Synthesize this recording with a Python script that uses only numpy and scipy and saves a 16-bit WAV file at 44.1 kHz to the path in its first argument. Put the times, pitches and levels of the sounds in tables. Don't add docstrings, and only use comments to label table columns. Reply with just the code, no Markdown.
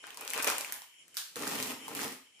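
import sys
import numpy as np
from scipy import signal
from scipy.fft import rfft, irfft, next_fast_len
from scipy.io import wavfile
from scipy.ndimage import map_coordinates

SR = 44100
rng = np.random.default_rng(int(sys.argv[2]) if len(sys.argv) > 2 else 0)


def bounce(signal):
    frames = np.transpose(np.atleast_2d(signal))
    limited = np.clip(frames, -1, 1)
    pcm = np.round(limited * 32767).astype(np.int16)
    wavfile.write(sys.argv[1], SR, pcm)


def attenuation_scalar(level_db):
    decades = np.asarray(level_db, float) / 20
    return 10 ** decades


N = 105840

# start_s, level_db, extra_weight_db
CRUMPLE_EFFORT = [
    (0, -76, 1),
    (.04, -62, 11),
    (.045, -59, -1.5),
    (.15, -61.5, 3.5),
    (.21, -54.5, 3),
    (.27, -59, 9),
    (.33, -49.5, 5.5),
                  (0.337, -43.5, 1.5),
    (.37, -48.5, 9.5),
    (0.402, -42, 10),
    (0.421, -43.5, -3),
    (.47, -35, 6),
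    (0.518, -46.5, 3.5),
    (.6, -53.5, 7.5),
    (.76, -55.5, -11),
    (.86, -81, -7),
]
# start_s, level_db, extra_weight_db
PUSH_EFFORT = [
    (1.357, -48.5, -3),
    (1.41, -47.5, 4.5),
    (1.47, -42.5, 1),
    (1.55, -43.5, -0.5),
    (1.63, -43, 0.5),
    (1.72, -46, 1),
    (1.76, -70.5, 16),
    (1.82, -67.5, 12.5),
]
# start_s, level_db, extra_weight_db
SHOVE_EFFORT = [
    (1.882, -51, 0.5),
    (1.945, -55.5, 5),
    (1.955, -46, 0),
    (1.99, -43.5, -1),
    (2.03, -41, -1),
    (2.07, -50, 2.5),
    (2.122, -51, -2),
    (2.16, -69, 0.5),
    (2.24, -106, -3),
]

# start_s, peak_db, bright_pitch_hz, dull_part_db, dull_pitch_hz
HAND_CREASES = [(.041, -38.5, 9000, 20, 1650), (.0685, -38, 8250, -0.5, 1030),
                (.1052, -36.5, 7000, -0.5, 3000), (.1452, -36.5, 8480, -11, 1060),
                (.1728, -29.5, 6600, -1.5, 1010), (.179, -44.5, 7000, 7, 950),
                (.2098, -29.5, 10400, -3, 2530), (.2125, -36, 8600, 0, 1110), (.25, -35, 11000, -14, 1350),
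                (.2773, -24.5, 6100, -7.5, 1470), (.2975, -31, 8960, -4, 2340),
                (.3035, -22.5, 7600, -30, 2440), (.3098, -33, 8470, 2, 2510), (.335, -19.5, 9000, -1, 2600),
                (.3415, -25, 6000, -1, 2500), (.347, -30, 7000, -1, 2830), (.3775, -24, 8000, -0.5, 1390),
                (.389, -29, 6500, -1, 1000), (.397, -40, 4400, -6, 1300), (.4025, -28, 5000, 18, 1510),
                (.4247, -23.5, 7400, -7, 1830), (.429, -22.5, 10400, -5, 1400),
                (.4335, -27, 8500, -0.5, 1350), (.445, -17, 11300, -5.5, 2430), (.4695, -28, 4000, 4, 2660),
                (.474, -15.5, 7000, -3.5, 2060), (.482, -22, 8100, -0.5, 2430), (.493, -27, 7150, -3, 850),
                (.5003, -19.5, 7650, -3.5, 1530), (.506, -25, 5500, 9.5, 1240),
                (.5135, -29, 5930, -16, 1430), (.522, -37, 6000, 4, 1200), (.531, -33, 4880, 17, 970)]
# start_s, peak_db, bright_pitch_hz, dull_part_db, dull_pitch_hz
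LIFT_CREASES = [(.5825, -21, 10300, -14, 900), (.6098, -23.5, 6600, -4, 1250),
                (.647, -26.5, 6500, -1, 2500), (.678, -38, 4200, -4, 2300), (.716, -40, 8000, -10, 2000),
                (.7233, -21.5, 12500, -3, 2000), (.7305, -33, 11400, -20, 1000),
                (.7412, -32, 9000, -15, 1800), (.762, -39, 12400, -20, 900), (.8195, -37, 4900, -1.5, 1000),
                (.843, -46, 9900, -2, 950), (.941, -52, 6000, 0, 2200), (1.081, -46, 9300, -2, 2000)]
# start_s, peak_db, bright_pitch_hz, dull_part_db, dull_pitch_hz
SPRING_OPEN = [
    (1.144, -41, 9000, -3, 2260),
    (1.149, -45, 5000, -3, 2000),
    (1.154, -45, 8000, -3, 2400),
    (1.159, -47, 4500, -3, 1800),
    (1.164, -46, 6500, -3, 2400),
    (1.1695, -19.5, 4500, -9, 1700),
    (1.1747, -26, 9500, -16, 1300),
]
# start_s, peak_db, bright_pitch_hz, dull_part_db, dull_pitch_hz
BOX_CREASES = [(1.358, -28.5, 5430, -1.5, 1780), (1.3665, -31.5, 8700, 0.5, 1250),
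               (1.394, -32, 7250, -12, 1200), (1.423, -28, 6000, -14, 1050), (1.471, -30, 5270, 0, 1260),
               (1.4765, -23.5, 7400, -16, 1300), (1.514, -33, 8460, -5, 2590),
               (1.534, -28.5, 4040, -0.5, 910), (1.601, -25.5, 4300, -3.5, 2170),
               (1.6265, -21.5, 8400, -6, 1080), (1.634, -29, 8350, -21, 1130),
               (1.673, -33, 12000, -11, 820), (1.717, -33, 9050, -9, 2420), (1.881, -33, 9800, 2.5, 842),
               (1.8875, -37, 7000, -2.5, 2770), (1.9505, -25.5, 11100, -7, 1840),
               (1.9915, -29.5, 12500, 2, 1620), (2.019, -28, 7000, -3, 1940), (2.0315, -29, 6900, 0, 970),
               (2.045, -35, 7000, -2.5, 2000), (2.08, -32.5, 5700, -16, 820), (2.126, -38, 8200, -23, 2470),
               (2.393, -51, 5030, -1, 2240)]

# pitch_hz, level_db
HAND_FILM_COLOUR = [(300, -12.5), (1000, 2), (2500, -3), (4000, -6), (9000, -17), (16000, -30)]
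# pitch_hz, level_db
BOX_FILM_COLOUR = [(300, -1.5), (1000, -14.5), (2500, 8), (4000, 2.5), (9000, 2), (16000, -1.5)]
# pitch_hz, width_hz, level_db
FILLING_MODES = [(263, 43, -2), (504, 150, 10), (990, 490, -6), (1310, 140, 7.5), (1880, 780, -12),
                 (2430, 177, 11)]
# pitch_hz, width_hz, level_db
BOX_MODES = [(166, 91, -8.5), (272.7, 32, 3), (411, 90, -6), (525, 54, -3), (875, 380, -12),
             (1340, 130, -8), (1860, 340, -16.5)]
# start_s, level_db, pitch_hz, t60_s
SHELF_KNOCK = (1.363, -31, 480, .07)

# pitch_hz, t60_s
ROOM_DECAY = [(150, 0.32), (600, .36), (1200, .44), (2500, 0.49), (5500, 0.44), (15000, 0.39)]
# pitch_hz, level_db (per Hz)
HISS_COLOUR = [(25, 2), (100, -3), (300, -4), (500, -5.5), (900, -10), (4500, -9), (9000, -6.5),
               (15000, -32)]
# pitch_hz, width_hz, level_db
COOLANT_MODES = [(2200, 500, -4), (3120, 330, 0), (5460, 400, -6), (7300, 900, -6), (9100, 400, -7),
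                 (10000, 350, -5)]
# start_s, level_db
BODY_SHADE = [
    (0, 4),
    (.8, 2.5),
    (1.0, 2.5),
    (1.3, 1.5),
    (1.9, 6),
    (2.2, -0.5),
    (2.4, 1.5),
]

# pitch_hz, left_right_likeness (0 to 1)
MIC_LIKENESS = [(30, .3), (60, 0.37), (150, 0.72), (300, 0.87), (700, 0.41), (2000, 0.13), (5000, 0.036)]
# pitch_hz, level_db
MIC_LEAN = [(60, -3), (500, 0.6), (1200, 0.5), (2500, 3.5), (5000, -0.8), (13000, -2)]


def unit(x):
    return x / np.sqrt(np.mean(x ** 2) + 1e-20)


def along(points, hz):
    f, v = np.transpose(points)
    return np.interp(np.log(hz + 1), np.log(f + 1), v)


def filtered(x, response):
    m = next_fast_len(x.shape[-1] + 8192)
    spectrum = rfft(x, m) * response(np.fft.rfftfreq(m, 1 / SR))
    return irfft(spectrum, m)[..., :x.shape[-1]]


def rings(peaks):
    def response(f):
        total = 0
        for k, (centre, width, db) in enumerate(peaks):
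            band = 1j * f * width
            total = total + (-1) ** k * attenuation_scalar(db) * band / (centre * centre - f * f + band)
        return total
    return response


def wobble(rate):
    knots = rng.standard_normal(int(N / SR * 200) + 8)
    return map_coordinates(knots, [np.arange(N) * min(rate, 190) / SR])


def crackle(effort, film, body, film_db, body_db, spiky_db, clump_db):
    s, db, weight_db = np.transpose(effort)
    now = np.arange(N) / SR
    level = attenuation_scalar(np.interp(now, s, db, left=-150, right=-150))
    starts = rng.random(N) < 1500 / SR
    size = starts * attenuation_scalar(spiky_db * np.minimum(rng.exponential(size=N), 3.5))
    buckle_t60_s = 0.0024
    life = signal.lfilter([1], [1, -attenuation_scalar(-60 / (buckle_t60_s * SR))], size)
    clumped = (life + 0.39) * attenuation_scalar(clump_db * wobble(60.46))
    buckles = unit(clumped * rng.standard_normal((2, N)))
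    bright = unit(filtered(buckles, lambda hz: attenuation_scalar(along(film, hz))))
    dull = unit(filtered(buckles * attenuation_scalar(2.1 * wobble(25.66)), rings(body)))
    weight = attenuation_scalar(body_db + np.interp(now, s, weight_db))
    return level * (attenuation_scalar(film_db) * bright + weight * dull)


def crease_colour(pitch_hz, dull_db, dull_hz):
    film = rings([(pitch_hz, 0.74 * pitch_hz, 0)])
    mass = rings([(dull_hz, 0.54 * dull_hz, 0)])
    share = np.sqrt(np.clip(1 - attenuation_scalar(2 * dull_db), .05, 1))

    def colour(f):
        click = 0.57 * (1j * f / (1500 + 1j * f)) ** 2
        return share * (film(f) + click) + attenuation_scalar(dull_db + 4.5) * mass(f) ** 2
    return colour


def snaps(rows):
    out, t = np.zeros((2, 2, N + 1024)), np.arange(1024) / SR
    crease_t60_s, hold_s, jolt = .006, .0005, 2.5
    for s, db, pitch_hz, dull_db, dull_hz in rows:
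        burst = rng.standard_normal((2, 1024)) * attenuation_scalar(-60 * np.maximum(t - hold_s, 0) / crease_t60_s)
        burst[:, 0] = jolt * np.sign(burst[:, 0])
        colour = crease_colour(pitch_hz, dull_db, dull_hz)
        near = filtered(burst, colour)
        near = attenuation_scalar(db + 4.0) * near / abs(near[0]).max()
        far = filtered(np.array([t == 0, t == 0], float), colour)
        far = attenuation_scalar(-0.5) * far * np.linalg.norm(near) / np.linalg.norm(far)
        out[..., round(s * SR):][..., :1024] += np.array([near, far])
    return out[..., :N]


def thump():
    s, db, hz, t60 = SHELF_KNOCK
    t = np.maximum(np.arange(N) / SR - s, 0)
    onset = 1 - np.exp(-t / 0.0031)
    knock = attenuation_scalar(db - 60 * t / t60) * np.sin(2 * np.pi * hz * t) * onset
    return knock * np.array([[1], [0]])


def kitchen(x):
    noise = rng.standard_normal((2, SR * 3 // 4))
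    hz, t, z = signal.stft(noise, SR, nperseg=256)
    decay = attenuation_scalar(-60 * t / along(ROOM_DECAY, hz)[:, None])
    tail = signal.istft(z * decay, SR, nperseg=256)[1]
    tail *= attenuation_scalar(-2) / np.linalg.norm(tail[0])
    wall = round(.005 * SR)
    tail = np.pad(tail, ((0, 0), (wall, 0)))
    tail[:, wall] += attenuation_scalar(-14) * np.array([1, .4])
    return signal.fftconvolve(x, tail, axes=1)[:, :N]


def fridge():
    hiss = unit(filtered(rng.standard_normal((2, N)), lambda hz: attenuation_scalar(along(HISS_COLOUR, hz))))
    whistle = unit(filtered(rng.standard_normal((2, N)), lambda hz: rings(COOLANT_MODES)(hz) ** 2))
    shade = attenuation_scalar(np.interp(np.arange(N) / SR, *np.transpose(BODY_SHADE)))
    hiss_level = attenuation_scalar(-67 + 4.2 * wobble(9.36))
    whistle_level = attenuation_scalar(-63.5 + 4.5 * wobble(21.5))
    return shade * (hiss_level * hiss + whistle_level * whistle)


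def ports(pair):
    def turn(hz):
        return np.arccos(np.clip(along(MIC_LIKENESS, hz), -1, 1)) / 2
    mid, side = filtered(pair, lambda hz: np.array([np.cos(turn(hz)), np.sin(turn(hz))]))
    return np.array([mid + side, mid - side])


def scene():
    in_hand = crackle(CRUMPLE_EFFORT, HAND_FILM_COLOUR, FILLING_MODES,
                      film_db=2.5, body_db=-1.5, spiky_db=4.0, clump_db=4.0)
    in_box = crackle(PUSH_EFFORT + SHOVE_EFFORT, BOX_FILM_COLOUR, BOX_MODES,
                     film_db=2, body_db=1, spiky_db=1.2, clump_db=1.2)
    bags = in_hand + in_box
    hand_near, hand_far = snaps(HAND_CREASES)
    lift_near, lift_far = snaps(LIFT_CREASES)
    pop_near, pop_far = snaps(SPRING_OPEN)
    box_near, box_far = snaps(BOX_CREASES)
    direct = bags + hand_near + lift_near + pop_near + box_near + thump()
    echoes = kitchen(bags) + kitchen(hand_far + box_far) + kitchen(lift_far + attenuation_scalar(5.5) * pop_far)
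    return ports(direct + echoes + fridge())


def low_pass(x):
    return signal.sosfilt(signal.butter(12, 16800, fs=SR, output="sos"), x)


def record(dry):
    def microphones(hz):
        lean_db = np.array([[.5], [-.5]]) * along(MIC_LEAN, hz)
        top_db = -70 * np.maximum(hz - 15100, 0) / 1000
        bass_cut = (1j * hz / (90 + 1j * hz)) ** 2
        return attenuation_scalar(lean_db + top_db) * bass_cut
    return low_pass(filtered(dry, microphones))


dry = scene()
out = record(dry)
bounce(out)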